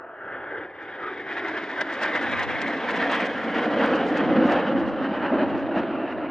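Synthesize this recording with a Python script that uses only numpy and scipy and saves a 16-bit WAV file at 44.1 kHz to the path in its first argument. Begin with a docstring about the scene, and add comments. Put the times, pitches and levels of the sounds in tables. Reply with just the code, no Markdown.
"""Three jet fighters pass overhead in formation and climb away, heard from an open airfield.
Ahead of the nozzles the exhaust rasps; behind them it swells to a deep roar, and its shock fronts crackle.
Noise is coloured by flight path, narrow bands flare and slide down, and random fronts make the crackle.
A ground echo sweeps a comb through roar, rasp and crackle, turbulent air makes them surge,
and a breeze, built from low fluttering noise, catches the microphone."""
import sys
import numpy as np
from scipy import signal
from scipy.fft import rfft, irfft, next_fast_len
from scipy.io import wavfile
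from scipy.ndimage import uniform_filter1d, map_coordinates

SR = 44100
rng = np.random.default_rng(int(sys.argv[2]) if len(sys.argv) > 2 else 0)


def waveform_to_disk(signal):
    """Save audio, clipped to [-1, 1], as 16-bit WAV at the path in sys.argv[1]."""
    frames = np.transpose(np.atleast_2d(signal))
    scaled = np.clip(frames, -1, 1) * 32767
    samples = np.round(scaled).astype(np.int16)
    wavfile.write(sys.argv[1], SR, samples)


N = 278182

# Flight path. Each row: time in seconds, middle ground-echo delay in ms, aft share 0-1,
# air loss in dB at 4 kHz, pitch factor.
FLIGHT_PATH = [(0, 2.22, 0.18, 25.5, 0.83), (.55, 2.4, 0.28, 9, 0.94), (.95, 2.28, 0.25, 2, 0.98),
               (1.5, 2.74, 0.39, 6, 1.028), (2.0, 3.5, 0.41, 3, 0.98), (2.5, 4.1, 0.47, 4, 1.082),
               (3.1, 4.03, 0.73, 3.5, 1.057), (4.0, 3.9, 0.87, 4.5, 1), (6.3, 3.1, 1, 6, 0.93)]
# Surges and lulls from moving air. 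Each row: centre in seconds, length in seconds,
# roar change in dB, rasp change in dB.
AIR_SURGES = [(0.15, 0.091, -5, 1), (0.341, 0.17, 4.5, 6.5), (0.565, 0.15, 6.5, 3.5),
              (0.725, 0.14, -1.5, -6.5), (0.814, 0.035, 0, 2), (0.97, 0.043, 1, -3.5),
              (1.04, 0.076, 2.3, 2.4), (1.237, 0.042, -1, -5), (1.302, 0.06, 1.9, 5),
              (1.381, 0.028, 1, 7.5), (1.474, 0.061, -1.5, 7), (1.579, 0.033, -5, 5.5),
              (1.814, 0.021, 7, 6.5), (1.857, 0.03, -0.5, -2.5), (2.073, 0.11, 4.5, 6),
              (2.161, 0.022, 3.5, 5.5), (2.231, 0.087, 4.5, 2.5), (2.333, 0.03, 4.5, 7),
              (2.406, 0.05, 2, 7), (2.475, 0.024, 1.5, -2), (2.5, 0.026, 0.5, 4.5), (2.633, 0.03, 2, 2.5),
              (2.682, 0.04, 2, 2.5), (2.899, 0.031, -3, 6), (3.02, 0.091, 1, 5), (3.133, 0.056, 0.5, 9.5),
              (3.222, 0.067, 2.5, 5), (3.367, 0.144, -3.5, -0.5), (3.585, 0.084, 0, 5),
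              (3.74, 0.15, 2.5, 2), (3.83, 0.086, 2, 6.5), (3.975, 0.13, 3, 4), (4.185, 0.12, -0.5, 6),
              (4.352, 0.11, 3.5, 2.5), (4.456, 0.033, 4, 3), (4.521, 0.11, 4, 8.5), (4.661, 0.17, 0, 4.5),
              (4.742, 0.018, 1, -6.5), (4.94, 0.061, -2.5, -2.5), (5.058, 0.033, -1, 4.5),
              (5.151, 0.042, -1.8, 6), (5.256, 0.076, 0, 5), (5.339, 0.049, 6.5, 1), (5.408, 0.065, 6, 6),
              (5.65, 0.062, -0.5, -2.5), (5.78, 0.066, 5.5, 7.5), (6.098, 0.06, -2, 3.5)]
# Slow level of each noise. Each holds: level in dB before the slopes, rise end in seconds,
# fall start in seconds, rise in dB/s, fall in dB/s.
ROAR_SWELL = (-24, 4.5, 4, 5, 3)
RASP_SWELL = (-32, 2, 3, 6.5, 2.5)
CRACKLE_SWELL = (-60.5, 1.65, 3.5, 23.5, 6.5)
# Turbulent mixing from ahead and from behind. Each row: frequency in Hz, relative level in dB per Hz.
ROAR_AHEAD_SPECTRUM = [(20, -49), (55, -22), (105, -9), (190, -14.5), (270, -1.5), (380, 0), (650, -2),
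                       (860, -6.5), (1300, -12.5), (4000, -74)]
ROAR_AFT_SPECTRUM = [(20, -53.5), (70, -22.5), (120, -20.5), (160, -2), (230, 0), (300, 4), (400, -3.5),
                     (560, -2), (700, -3), (950, -14.5), (1400, -15.5), (4000, -71)]
# Shock-cell noise from ahead and from behind. Each row: frequency in Hz, relative level in dB per Hz.
RASP_AHEAD_SPECTRUM = [(250, -41.5), (500, -17), (900, -9.5), (1250, -9.5), (1600, 3.5), (2050, 1),
                       (2400, -7), (2700, -20.5), (3100, -17.5), (3700, -13), (4300, -41), (5000, -33.5),
                       (8000, -76)]
RASP_AFT_SPECTRUM = [(250, -31.5), (450, -1), (850, 0.5), (1200, -3), (1600, -2), (1950, -5.5), (2350, -12),
                     (3050, -8), (3600, -22), (4050, -21), (4800, -29.5), (8000, -59.5)]
# Narrow bands that flare. Each row: centre in seconds, length in seconds, frequency in Hz at the centre,
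# level in dB.
FLARES = [(.25, 0.93, 631, -47), (.38, 0.11, 1490, -46), (.52, .15, 409, -40.5), (0.545, 0.12, 1578, -38),
          (1.061, 0.073, 1265, -35), (1.13, 0.31, 370.8, -41.5), (1.5, 0.29, 350, -37.5),
          (1.796, 0.044, 1523, -33), (3.87, 0.36, 509.3, -28.5), (4.389, 0.087, 529, -26.5)]
# Trains of small fronts, then steep ones. Each row: frequency in Hz, relative level in dB per Hz.
CRACKLE_SPECTRUM = [(600, -26), (3300, 3.5), (4050, -5), (4650, -1), (7000, -10.5), (10000, -18.5),
                    (15500, -49.5)]
SNAP_SPECTRUM = [(400, -13.5), (1800, 14.5), (3500, 8.5), (5500, 4.5), (10000, -3), (12000, -11),
                 (15500, -17.5)]
# Tight clusters of steep shock fronts. Each row: centre in seconds, length in seconds, level in dB.
SHOCK_BURSTS = [(.83, .035, -70.5), (1.338, .025, -60), (1.385, .01, -55), (1.487, .025, -52.5),
                (1.814, 0.0071, -39), (1.936, 0.019, -49.5), (2.023, .015, -46.5), (2.037, 0.009, -40),
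                (2.16, 0.027, -52.5), (2.224, 0.022, -48.5), (2.317, .01, -48.5), (2.397, .014, -46),
                (2.434, .018, -47), (2.62, 0.0098, -43), (2.681, .025, -54), (2.911, 0.013, -47.5),
                (2.967, 0.027, -49.5), (3.121, 0.03, -48), (3.156, 0.018, -47), (3.21, .02, -51.5),
                (3.262, 0.02, -48), (3.959, 0.016, -48.5), (4.086, 0.046, -53.5), (4.176, .012, -44.5),
                (4.47, .03, -53), (4.523, .025, -49.5), (4.8, .03, -62), (4.886, 0.046, -61.5),
                (5.492, .025, -64), (5.589, .06, -64.5), (5.788, 0.045, -62), (6.122, .025, -70)]
# Wind on the ports. Each row: frequency in Hz, relative level in dB per Hz.
BUFFET_SPECTRUM = [(20, -35.5), (55, -13.5), (85, 5.5), (155, 1), (300, -7), (3000, -71.5)]
# Gusts on the microphone. Each row: centre in seconds, length in seconds, level in dB.
WIND_GUSTS = [(2.427, 0.39, -39), (4.352, 0.45, -44.5), (4.836, 0.19, -41), (5.494, 0.16, -45.5)]
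# Lone steepened fronts. Each row: time in seconds, pressure scale in dB before the left-right tilt,
# rise constant in microseconds.
LONE_CRACKS = [(3.862, -20.5, 27), (4.5222, -11.5, 52)]
# Left-right likeness of the jets. Each row: frequency in Hz, likeness from -1 to 1.
PORT_LIKENESS = [(300, 1), (2800, 0.98), (4200, 0.75)]

FLARE_WIDTH_HZ, FLARE_SINK_OCT_PER_S = 116, .5
CRACKLE_DB_PER_RASP_DB = 0.88
CRACK_RELAX_S = .0004
CALM_DB, BREEZE_DB, BREEZE_FROM_S = -70.5, -47, 2.8
TOP_HZ = 15700
FRAME, OVERLAP = 1024, 768  # samples
HZ = np.fft.rfftfreq(FRAME, 1 / SR)[:, None]
TIME_S = np.arange(N) / SR


def amp(db):
    """Decibels to amplitude."""
    return 10 ** (np.asarray(db) / 20)


def unit(x):
    """Scale to rms 1."""
    return x / np.sqrt(np.mean(x ** 2) + 1e-20)


def along(points, hz):
    """Interpolate (Hz, value) points on a log frequency axis."""
    point_hz, values = np.transpose(points)
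    return np.interp(np.log(hz + 1), np.log(point_hz + 1), values)


def curves(rows, s=TIME_S):
    """Each column after the time, at times s or at every sample."""
    knots_s, *columns = np.transpose(rows)
    return [np.interp(s, knots_s, column) for column in columns]


def wobble(knots_per_s):
    """A smooth random curve."""
    knots = rng.standard_normal(int(N * knots_per_s / SR) + 4)
    return map_coordinates(knots, [TIME_S * knots_per_s])


def delayed(x, ms):
    """One channel, late by a changing time."""
    return map_coordinates(x, [np.arange(N) - ms * SR / 1000], order=3)


def hump(centre_s, length_s):
    """A bell, above half its height for the given length."""
    return .5 ** ((2 * (TIME_S - centre_s) / length_s) ** 2)


def passing(level_db, rise_end_s, fall_start_s, rise_db_per_s, fall_db_per_s):
    """Level in dB: one slope up until the rise ends, one down from the fall's start."""
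    rise_db = rise_db_per_s * np.maximum(rise_end_s - TIME_S, 0)
    fall_db = fall_db_per_s * np.maximum(TIME_S - fall_start_s, 0)
    return level_db - rise_db - fall_db


def coloured(pair, colour, likeness, lo_hz, hi_hz, patchy_db):
    """Colour mid and side noise by colour(s) in dB, levelled over the band lo-hi, and make left and right."""
    _, s, z = signal.stft(pair, SR, nperseg=FRAME, noverlap=OVERLAP)
    gain = amp(colour(s))
    in_band = (HZ > lo_hz) & (HZ < hi_hz)
    gain = gain / np.sqrt(np.mean(gain ** 2 * in_band, axis=0))
    # random patches of level, smooth across frequency and time
    patches = uniform_filter1d(rng.standard_normal(z.shape[1:]), size=8, axis=0)
    patches = uniform_filter1d(patches, size=14, axis=1)
    # half-angle that splits power between mid and side
    turn = np.arccos(np.clip(likeness, -1, 1) * np.ones_like(HZ)) / 2
    z = z * gain * amp(patchy_db * unit(patches)) * np.array([np.cos(turn), np.sin(turn)])
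    mid, side = signal.istft(z, SR, nperseg=FRAME, noverlap=OVERLAP)[1][:, :N]
    return np.array([mid + side, mid - side])


def radiated(ahead, behind, shifted=True):
    """The colour that reaches the ground: turned from nose to tail, pitch-shifted by motion, dulled by air."""
    def colour(s):
        _, aft, loss_db, pitch = curves(FLIGHT_PATH, s)
        hz = HZ / pitch if shifted else HZ
        source_db = (1 - aft) * along(ahead, hz) + aft * along(behind, hz)
        return source_db - np.maximum(loss_db, 0) * (HZ / 4000) ** 1.74
    return colour


def grounded(x, strength):
    """Direct sound plus ground echo; each jet has its own delay, which blurs the higher notches."""
    late_ms = curves(FLIGHT_PATH)[0]
    echoes = [[delayed(channel, late_ms * (1 + 0.079 * jet)) for channel in x] for jet in (-1, 0, 1)]
    echo = np.mean(echoes, axis=0)
    return np.std(x) * unit(x + strength * echo)


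def fronts(per_s, spread_db):
    """Shock fronts at random moments and of uneven size, as mid and side."""
    struck = rng.random(N) < per_s / SR
    sizes = amp(spread_db * np.minimum(rng.standard_normal(N), 2.3))
    return unit(struck * sizes * np.array([np.ones(N), rng.standard_normal(N)]))


def surges():
    """Moving air focuses sound into surges or bends it away in lulls: dB added to roar and rasp."""
    return sum(np.outer([roar_db, rasp_db], hump(s, length_s))
               for s, length_s, roar_db, rasp_db in AIR_SURGES)


def roar(surge_db, flicker):
    """Large eddies mix in the plumes: the deep noise grows as the nozzles turn to the listener."""
    eddies = grounded(rng.standard_normal((2, N)), strength=0.52)
    mixing = radiated(ROAR_AHEAD_SPECTRUM, ROAR_AFT_SPECTRUM, shifted=False)

    def colour(s):
        # as the jets recede, the lowest rumble grows against the rest
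        rumble_db = np.interp(s, [3.5, 6], [-1.5, 3.5])
        return mixing(s) + rumble_db / (1 + (HZ / 110) ** 6)

    body = coloured(eddies, colour, along(PORT_LIKENESS, HZ), 150, 900, patchy_db=1.15)
    return amp(passing(*ROAR_SWELL) + surge_db + 0.099 * flicker) * body


def rasp(surge_db, flicker):
    """Dense small shocks and fine turbulence make a tearing noise."""
    turbulence = 1.53 * rng.standard_normal((2, N))
    tearing = grounded(unit(fronts(per_s=1500, spread_db=1) + turbulence), strength=0.28)
    colour = radiated(RASP_AHEAD_SPECTRUM, RASP_AFT_SPECTRUM)
    body = coloured(tearing, colour, along(PORT_LIKENESS, HZ), 940, 2500, patchy_db=1.66)
    return amp(passing(*RASP_SWELL) + surge_db + 1.48 * flicker) * body


def whooshes(flicker):
    """Narrow bands of exhaust noise flare, each sliding down as the jets go by."""
    smooth = signal.butter(2, FLARE_WIDTH_HZ / 2, fs=SR, output="sos")
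    bands = np.zeros(N)
    for s, length_s, centre_hz, db in FLARES:
        hz = centre_hz * 2 ** (-FLARE_SINK_OCT_PER_S * (TIME_S - s))
        phase = 2 * np.pi * np.cumsum(hz) / SR
        a, b = signal.sosfilt(smooth, rng.standard_normal((2, N)))
        band = unit(a * np.cos(phase) + b * np.sin(phase))
        bands += amp(db) * hump(s, length_s) * band
    return bands * amp(flicker)


def crackle(rasp_surge_db, flicker):
    """Steepened fronts of very uneven size, mixed with noise, swell and surge."""
    clumps = unit(fronts(per_s=600, spread_db=4.0) + 1.1 * rng.standard_normal((2, N)))
    level_db = passing(*CRACKLE_SWELL) + CRACKLE_DB_PER_RASP_DB * rasp_surge_db + 2 * flicker
    train = grounded(amp(level_db) * clumps, strength=0.45)
    colour = radiated(CRACKLE_SPECTRUM, CRACKLE_SPECTRUM)
    return coloured(train, colour, along(PORT_LIKENESS, HZ), 4240, 11000, patchy_db=0.3)


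def snaps():
    """Each burst is a dense cluster of steep fronts that swells and dies within hundredths of a second."""
    strength = sum(amp(db) * hump(s, length_s) for s, length_s, db in SHOCK_BURSTS)
    train = strength * unit(fronts(per_s=1900, spread_db=3.6) + .5 * rng.standard_normal((2, N)))
    colour = radiated(SNAP_SPECTRUM, SNAP_SPECTRUM)
    return coloured(grounded(train, strength=0.32), colour, along(PORT_LIKENESS, HZ), 3580, 11000,
                    patchy_db=1.5)


def breeze():
    """Gusts flutter on the microphone and push its two channels largely opposite ways."""
    def colour(s):
        return along(BUFFET_SPECTRUM, HZ)

    flutter = coloured(rng.standard_normal((2, N)), colour, -0.86, 25, 350, patchy_db=-1.5)
    steady_db = np.interp(TIME_S, [BREEZE_FROM_S - .2, BREEZE_FROM_S], [CALM_DB, BREEZE_DB])
    gusts = sum(amp(db) * hump(s, length_s) for s, length_s, db in WIND_GUSTS)
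    return (amp(steady_db) + gusts) * amp(1.5 * wobble(28)) * flutter


def cracks():
    """A lone front: the pressure jumps, then sinks back through zero."""
    wave = np.zeros(N)
    for s, db, rise_us in LONE_CRACKS:
        since_s = TIME_S - s
        u = np.maximum(since_s, 0) / CRACK_RELAX_S
        edge = (1 + np.tanh(since_s * 1e6 / rise_us)) / 2
        wave += amp(db) * edge * (1 - u) * np.exp(-u)
    return wave


def jets():
    """Turbulent air makes roar, rasp and crackle surge together; the sound reaches the left port first."""
    roar_db, rasp_db = surges()
    flicker = 0.59 * wobble(40) + 0.65 * wobble(85)
    exhaust = roar(roar_db, flicker) + rasp(rasp_db, flicker) + whooshes(flicker)
    sharp = crackle(rasp_db, flicker) + snaps() + cracks()
    left, right = exhaust + sharp * amp([[1], [-1]])  # left-right tilt in dB
    aft = curves(FLIGHT_PATH)[1]
    pan = amp(0.25 - 0.47 * aft)
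    return np.array([left * pan, delayed(right, ms=.05 - 0.044 * aft) / pan])


def scene():
    """Jets, breeze and the microphone's own hiss."""
    hiss = amp(-87.5) * rng.standard_normal((2, N))
    return jets() + breeze() + hiss


def record(dry):
    """The microphone sheds the deepest bass, and nothing is kept above its band limit."""
    m = next_fast_len(N + SR // 2)
    hz = np.fft.rfftfreq(m, 1 / SR)
    low_cut_hz = 42
    response = hz ** 2 / np.hypot(hz ** 2, low_cut_hz ** 2) * (hz < TOP_HZ)
    return irfft(rfft(dry, m) * response, m)[:, :N]


dry = scene()
out = record(dry)
waveform_to_disk(out)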